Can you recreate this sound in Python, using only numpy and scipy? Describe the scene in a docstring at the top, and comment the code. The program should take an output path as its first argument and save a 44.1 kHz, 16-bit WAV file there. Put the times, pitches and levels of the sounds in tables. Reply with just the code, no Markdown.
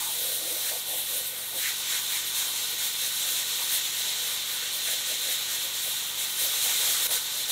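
"""In a barn, a hand-held blasting gun sweeps to and fro over a bare steel panel, five or six strokes a second.
The jet and its grit are patchy noise in three bands that swell with each stroke: air hiss, fizz, scouring.
The sheet rings as noise through its resonances; pressed channels and hollows roar as moving noise bands.
A piston compressor drones farther off: shaft orders, motor hum and a throbbing rumble.
One small microphone hears it all, nearly the same on both channels."""
import sys
import numpy as np
from scipy import signal
from scipy.fft import rfft, irfft, next_fast_len
from scipy.io import wavfile
from scipy.ndimage import uniform_filter1d, map_coordinates

SR = 44100
rng = np.random.default_rng(int(sys.argv[2]) if len(sys.argv) > 2 else 0)


def level_to_linear(level):
    """Convert decibel levels to linear amplitude factors, elementwise."""
    exponent = np.asarray(level, float) / 20
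    return 10 ** exponent


def dump_mix(stems):
    """Bounce the given channels to the path in sys.argv[1] as a 16-bit WAV at rate SR."""
    frames = np.atleast_2d(stems).T  # one column per channel
    limited = np.clip(frames, -1, 1)  # hard clip at full scale
    pcm = np.round(limited * 32767).astype(np.int16)
    wavfile.write(sys.argv[1], SR, pcm)


N = 331191

# Resonances of the steel sheet. Each row: centre in Hz, width in Hz, relative level in dB.
SHEET_MODES = [(312, 54, -11), (493, 63, -3), (603, 44, -4.5), (749, 84, -6.5), (843, 51, -2),
               (933, 140, -2), (1175, 264, -2.5), (1520, 93, 1.5), (1862, 79, 2), (2330, 540, -1)]


def unit(x):
    """Scale to rms 1."""
    return x / np.sqrt(np.mean(x ** 2) + 1e-20)


def along(points, hz):
    """Read (Hz, value) points on a log frequency axis."""
    f, v = np.transpose(points)
    return np.interp(np.log(hz + 1), np.log(f + 1), v)


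def curves(rows):
    """One value per sample for each column after the time."""
    s, *columns = np.transpose(rows)
    return [np.interp(np.arange(N) / SR, s, column) for column in columns]


def wobble(rate):
    """A smooth random curve, rate knots a second."""
    knots = rng.standard_normal(int(N * rate / SR) + 4)
    return map_coordinates(knots, [np.arange(N) * rate / SR])


def filtered(x, response):
    """Filter x by a complex response of frequency."""
    m = next_fast_len(N + SR // 4)
    return irfft(rfft(x, m) * response(np.fft.rfftfreq(m, 1 / SR)), m)[..., :N]


def swells(middle_s, length_s):
    """One flat-topped rise and fall from 0 to 1 for each event, on a 1 ms grid; length is between 1/e points."""
    s = np.arange(0, N / SR + .002, .001)
    return np.exp(-np.abs(2 * (s - middle_s[:, None]) / np.reshape(length_s, (-1, 1))) ** 3)


def fine(coarse):
    """From the 1 ms grid to one value per sample."""
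    return np.interp(np.arange(N) / SR, np.arange(len(coarse)) / 1000, coarse)


def turbulence(patchy_db, centre_hz=None, width=None):
    """Noise with patches of random gain; a cavity keeps a band, width in octaves, round its moving centre."""
    hz, t, z = signal.stft(rng.standard_normal(N), SR, nperseg=512)
    field = uniform_filter1d(rng.standard_normal(z.shape), size=9, axis=0)
    field = uniform_filter1d(field, size=9, axis=1)
    z = z * level_to_linear(patchy_db * unit(field))
    if width:
        centre = centre_hz[np.minimum(t * SR, N - 1).astype(int)]
        octaves_off = np.log2((hz[:, None] + 1) / centre)
        shape = np.exp(-.5 * (octaves_off / width) ** 2)
        z = z * shape / np.linalg.norm(shape, axis=0)  # equally loud at every pitch
    return unit(signal.istft(z, SR, nperseg=512)[1][:N])


def sheet_response(f):
    """Sum of the sheet's resonances; neighbours alternate in sign."""
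    total = 0
    for k, (centre, width, db) in enumerate(SHEET_MODES):
        damping = 1j * f * width
        total = total + (-1) ** k * level_to_linear(db) * damping / (centre ** 2 - f ** 2 + damping)
    return total


def sweep():
    """Levels in dB of air, fizz, scouring, channels and sheet, from the gun's aim and its strokes."""
    # Where the gun points, between strokes. Each row: time in seconds, air jet in dB, grit over air in dB.
    aim = [(0.0, -36.5, -5.5), (0.75, -32, -8), (0.85, -41.5, -3.5), (1.25, -35, -7.5), (1.5, -35, -9),
           (1.75, -36, -3.0), (2.3, -36.0, -2.5), (3.0, -36.5, -3.0), (3.6, -35.0, -2.0), (4.4, -40, 1),
           (5.0, -38, 0.0), (5.7, -37.5, -1.5), (6.12, -38, -3), (6.35, -37.5, -2), (6.5, -32, -3.0),
           (7.16, -30.5, -1.5), (7.2, -36.0, -3), (7.51, -38.5, -0.5)]
    # Each stroke swells the blast. Each row: middle in seconds, length in seconds,
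    # air swell in dB, grit swell in dB, channel swell in dB.
    strokes = [(0.032, 0.08, 4, 4.5, 7), (0.222, 0.27, 3.5, 2, 4.5), (0.495, 0.14, 3, 1.0, 4),
               (0.677, 0.14, 1.0, 3.5, 10), (0.938, 0.19, 9.0, 3.5, 5.0), (1.145, 0.15, 5.5, 4, 6),
               (1.39, 0.21, -0.5, -1.5, 5), (1.573, 0.05, 4, 1.5, 6), (1.655, 0.13, 4, 5.5, 17.5),
               (1.934, 0.13, 3, 5.5, 10.5), (2.155, 0.12, 4, 4.0, 10), (2.403, 0.12, 6, 5, 7.5),
               (2.603, 0.13, 3, 3.5, 3), (2.84, 0.11, 4.5, 5, 5), (3.04, 0.11, 4.5, 5.5, 6),
               (3.268, 0.21, 4.5, 5, 4), (3.394, 0.07, 3, 3, 4.5), (3.537, 0.1, 1.5, 2.5, 0),
               (3.746, 0.13, 6.5, 4, 6), (3.872, 0.06, 2.5, 1.5, 5), (4.109, 0.38, 3.0, 2.5, 2),
               (4.303, 0.11, 6.5, 0, 2), (4.527, 0.14, 5.5, 0.5, 1.0), (4.662, 0.08, 3.5, 2.0, 5),
               (4.761, 0.083, 5.5, -0.5, -2), (4.9, 0.11, 7, 4, 7), (5.111, 0.12, 6, 4, 3.5),
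               (5.301, 0.14, 6.5, 4, 6), (5.526, 0.09, 5, 4, 3), (5.627, 0.088, 3.5, 1.0, 1),
               (5.785, 0.1, 2.5, 3, 2.5), (5.873, 0.1, 5, 1.0, 1), (5.992, 0.16, 3, 3, 2),
               (6.22, 0.091, 6.5, 6, 5), (6.316, 0.066, 5, 0.5, -1), (6.425, 0.11, 8, 4, 6),
               (6.68, 0.2, 3, 3.5, 6), (6.883, 0.14, 4, 3, 3.5), (7.036, 0.12, 3.5, 0, 2.0),
               (7.11, 0.09, 3.5, -1, 2), (7.387, 0.13, 3.5, 2, 1), (7.518, 0.06, 11, 7.5, 4.0)]
    usual_air_db = -36
    return_gap_s, return_s, return_db = .19, .06, 2

    aim_db, grit_db = curves(aim)
    s, length, air, grit, channel = np.transpose(strokes)
    stroke = swells(s, length)
    # between strokes set far apart the gun swings back half-way, and only the air swells
    back = ((s[1:] + s[:-1]) / 2)[np.diff(s) > return_gap_s]
    air_db = aim_db + fine(air @ stroke + return_db * swells(back, return_s).sum(axis=0))
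    grit_swell_db = fine(grit @ stroke)
    fizz_db = aim_db + grit_db + grit_swell_db

    over_usual_db = aim_db - usual_air_db
    nearer_db = 0.69 * over_usual_db  # scouring and channels follow the air alike
    scour_db = -32 + nearer_db + 1.01 * grit_db + 0.5 * grit_swell_db
    over_channel = swells(s, 0.95 * length)  # part of the stroke spent over the channel
    channel_db = -44.5 + nearer_db + 1.32 * grit_db + fine(channel @ over_channel)
    ring_db = -42.5 + 0.8 * over_usual_db + 0.77 * grit_db
    return air_db, fizz_db, scour_db, channel_db, ring_db


def compressor():
    """Piston compressor: steady shaft orders and motor hum over a barn rumble that throbs once a turn."""
    # Tones of the shaft. Each row: multiple of the shaft rate, relative level in dB.
    orders = [(1, -26), (2, -4.5), (3, -8.5), (4, 0.5), (5, -15), (6, 2.5), (7, -16), (8, 1), (9, -3.5),
              (10, -11), (11, 1), (12, -20), (13, -9), (14, -34), (15, 1.5), (16, -30), (17, -1)]
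    # Motor hum: frequency in Hz, mean level in dB.
    hum_hz, hum_db = (119.6, -73.5)
    # Colour of the compressor's rumble in the barn. Each row: frequency in Hz, relative density in dB per Hz.
    barn = [(18, -39), (30, -15), (118, 9), (258, -4), (296, -8), (339, -4), (450, 15), (580, -30),
            (990, -120)]
    shaft_hz = 23.1

    t = np.arange(N) / SR
    turn = 2 * np.pi * shaft_hz * t + 0.047 * wobble(1.56)
    tones = 0
    for k, db in orders:
        level = level_to_linear(db - 66 + 0.73 * wobble(2.7))
        tones = tones + level * np.sin(k * turn + rng.uniform(0, 2 * np.pi))
    hum = level_to_linear(hum_db + 1.7 * wobble(3.4)) * np.sqrt(2) * np.sin(2 * np.pi * hum_hz * t)
    rumble = unit(filtered(rng.standard_normal(N), lambda f: level_to_linear(along(barn, f))))
    return tones + hum + level_to_linear(-65.5 + 1.4 * np.sin(turn)) * rumble


def hollows():
    """Deep hollows roar through the sheet as the jet crosses them, and flex the sheet as a whole."""
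    # Each row: middle of the crossing in seconds, length in seconds, peak level in dB, pitch in Hz.
    crossings = [(0.053, 0.18, -45.5, 880), (.27, 0.31, -45.5, 535), (0.495, 0.31, -45.5, 550),
                 (0.739, 0.092, -42, 600), (0.945, 0.15, -43, 623), (1.16, 0.13, -47.5, 530),
                 (1.36, 0.15, -51.5, 560), (1.555, 0.07, -44.5, 605), (1.92, 0.16, -54, 900),
                 (2.144, 0.11, -49.5, 880), (2.495, 0.25, -52, 860), (2.843, 0.074, -49, 740),
                 (3.05, 0.06, -54, 640), (3.268, 0.11, -50.5, 640), (3.4, .07, -50, 795),
                 (3.615, 0.054, -47, 866), (3.77, 0.087, -54, 700), (4.08, 0.057, -47.5, 774),
                 (4.22, .16, -55, 655), (4.43, 0.053, -54, 670), (4.63, 0.067, -56, 680),
                 (4.77, .05, -52, 620), (4.91, 0.088, -45, 570), (5.121, 0.051, -44, 535),
                 (5.296, 0.094, -46.5, 594), (5.543, .08, -51, 640), (5.656, .06, -53.5, 600),
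                 (5.877, 0.045, -46, 540), (6.237, .09, -49.5, 660), (6.446, 0.094, -45, 603),
                 (6.684, 0.1, -44.5, 710), (6.885, 0.1, -43.5, 610), (7.11, 0.095, -41, 640),
                 (7.373, 0.062, -51.5, 620), (7.51, .06, -48, 680)]
    shallow_db, shallow_hz = -57, 823  # the roar between hollows
    drum_hz = 311  # the sheet flexing as a whole

    s, length, peak_db, hz = np.transpose(crossings)
    over = swells(s, length)
    roar_db = fine(shallow_db + np.max((peak_db - shallow_db)[:, None] * over, axis=0))
    # pitch is the mean of the hollows under the jet, with a little of the shallow pitch
    roar_hz = fine((hz @ over + .1 * shallow_hz) / (over.sum(axis=0) + .1))
    roar = turbulence(patchy_db=0.65, centre_hz=roar_hz, width=0.34)
    roar = unit(filtered(roar, sheet_response))
    drum = turbulence(patchy_db=3.0, centre_hz=np.full(N, drum_hz), width=0.13)
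    drum_db = roar_db - 12.0 - 12 * np.log2(roar_hz / 550)  # low-pitched hollows shake the sheet most
    return level_to_linear(roar_db + 0.18 * wobble(11)) * roar + level_to_linear(drum_db) * drum


def channels(level_db):
    """Narrow pressed channels roar round a wavering pitch when the jet blows across them."""
    channel_hz = 2040 * (1 + .04 * wobble(8))
    return level_to_linear(level_db) * turbulence(patchy_db=1.1, centre_hz=channel_hz, width=.42)


def sheet_ring(level_db):
    """The sheet rings under the grit: patchy noise excites its resonances."""
    return level_to_linear(level_db) * unit(filtered(turbulence(patchy_db=1.52), sheet_response))


def hiss_band(x, low_hz, high_hz, order=10):
    """One soft-edged slice of the jet's colour, rms 1."""
    # The jet as the microphone port colours it. Each row: frequency in Hz, relative density in dB per Hz.
    hiss = [(1300, -46), (2200, -18.5), (2650, -12), (3250, -6), (3850, -2.5), (4250, -6.5), (4800, -15.5),
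            (5250, -12.5), (5950, -11), (7550, -9.5), (9900, -14), (12400, -12.5), (13800, -14.5),
            (15000, -15), (15700, -19)]

    def response(f):
        below = 1 + (low_hz / (f + 1)) ** order
        above = 1 + (f / high_hz) ** order
        return level_to_linear(along(hiss, f)) / np.sqrt(below * above)

    return unit(filtered(x, response))


def scouring():
    """Grit scours the steel; the gun's angle moves the brightest part by tilting the colour."""
    # Each row: time in seconds, brightest scouring in Hz.
    peaks = [(0.0, 3840), (0.73, 3870), (1.0, 3520), (1.05, 3700), (1.65, 3760), (5.92, 3720), (6.09, 3630),
             (6.25, 3780), (6.71, 3750), (7.51, 3820)]
    usual_hz, lean = 3763, 14  # lean: strength of the tilt for each octave the peak moves
    scour = hiss_band(turbulence(patchy_db=0.06), 2780, 5560)
    peak_hz, = curves(peaks)
    tilted = filtered(scour, lambda f: np.clip(np.log2((f + 1) / usual_hz), -.5, .5))
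    return scour + lean * np.log2(peak_hz / usual_hz) * tilted


def gun(air_db, fizz_db, scour_db):
    """Air jet, grit fizz and scouring share an uneven grit feed and swell with the strokes."""
    feed = wobble(25)  # the grit comes in uneven clumps
    clump = level_to_linear(0.43 * wobble(900))  # and strikes a few grains at a time
    air = hiss_band(turbulence(patchy_db=1.1) * clump, 8480, 19000, order=30)
    lower_hiss = hiss_band(turbulence(patchy_db=0.9), 2500, 6300)
    air = air + level_to_linear(-9) * lower_hiss  # weaker, under the treble
    fizz = hiss_band(turbulence(patchy_db=0.4) * clump, 5420, 8450, order=20)
    air = level_to_linear(air_db + 0.95 * feed) * air
    fizz = level_to_linear(fizz_db + 0.21 * feed) * fizz
    return air + fizz + level_to_linear(scour_db + 0.36 * feed) * scouring()


def walls(x, echo_db, t60):
    """Dense early echoes from panel, floor and boards leave a fine fixed ripple in the colour."""
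    t = np.arange(SR // 10) / SR
    tail = rng.standard_normal(len(t)) * level_to_linear(-60 * t / t60) * (t > .002)
    tail *= level_to_linear(echo_db) / np.linalg.norm(tail)
    tail[0] = 1  # direct sound
    return signal.fftconvolve(x, tail / np.linalg.norm(tail))[:N]


def dip():
    """Gain of the blast, which drops abruptly for an instant and partly recovers before it returns."""
    # Start in seconds, end in seconds, depth in dB.
    start, end, depth_db = (7.071, 7.11, -10)
    times = [start - .001, start, end - .004, end]
    return level_to_linear(np.interp(np.arange(N) / SR, times, [0, depth_db, depth_db + 4.5, 0]))


def scene():
    """Blast and panel with their echoes, and the compressor, arrive together at one capsule."""
    air_db, fizz_db, scour_db, channel_db, ring_db = sweep()
    panel = sheet_ring(ring_db) + channels(channel_db) + hollows()
    blast = walls(gun(air_db, fizz_db, scour_db) + panel, echo_db=-13.0, t60=0.077)
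    return np.tile(dip() * blast + compressor(), (2, 1))


def saturate(x):
    """The input stage saturates on the loudest strokes, smearing hiss into the bass."""
    top = np.where(x > 0, .17, .115)  # one polarity gives out first
    knee = 5.3
    return x / (1 + np.abs(x / top) ** knee) ** (1 / knee)


def widen(x, chance, side_db):
    """Now and then a slice of the treble spreads left and right for an instant."""
    hz, t, z = signal.stft(rng.standard_normal(N), SR, nperseg=1024)
    slices = np.digitize(hz, [4170, 6220, 8700, 11000, 13100])
    drawn = (rng.random((6, len(t) // 2 + 1)) < chance).repeat(2, axis=1)
    on = drawn[slices, :len(t)] & (slices > 0)[:, None]  # the lowest slice stays central
    level = np.abs(signal.stft(x[0], SR, nperseg=1024)[2])
    spread = level * np.exp(1j * np.angle(z)) * on  # same levels, random phase
    side = signal.istft(spread, SR, nperseg=1024)[1][:N]
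    return x + level_to_linear(side_db) * np.array([side, -side])


def roll_off(x):
    """The treble ends steeply here."""
    return signal.sosfilt(signal.butter(12, 17060, fs=SR, output="sos"), x)


def record(dry):
    """The input stage saturates, slices of treble spread sideways, and the band is limited."""
    wide = widen(saturate(dry), chance=.022, side_db=-7.0)
    limited = filtered(wide, lambda hz: (hz > 12) & (hz < 15730))
    return roll_off(limited)


dry = scene()
out = record(dry)
dump_mix(out)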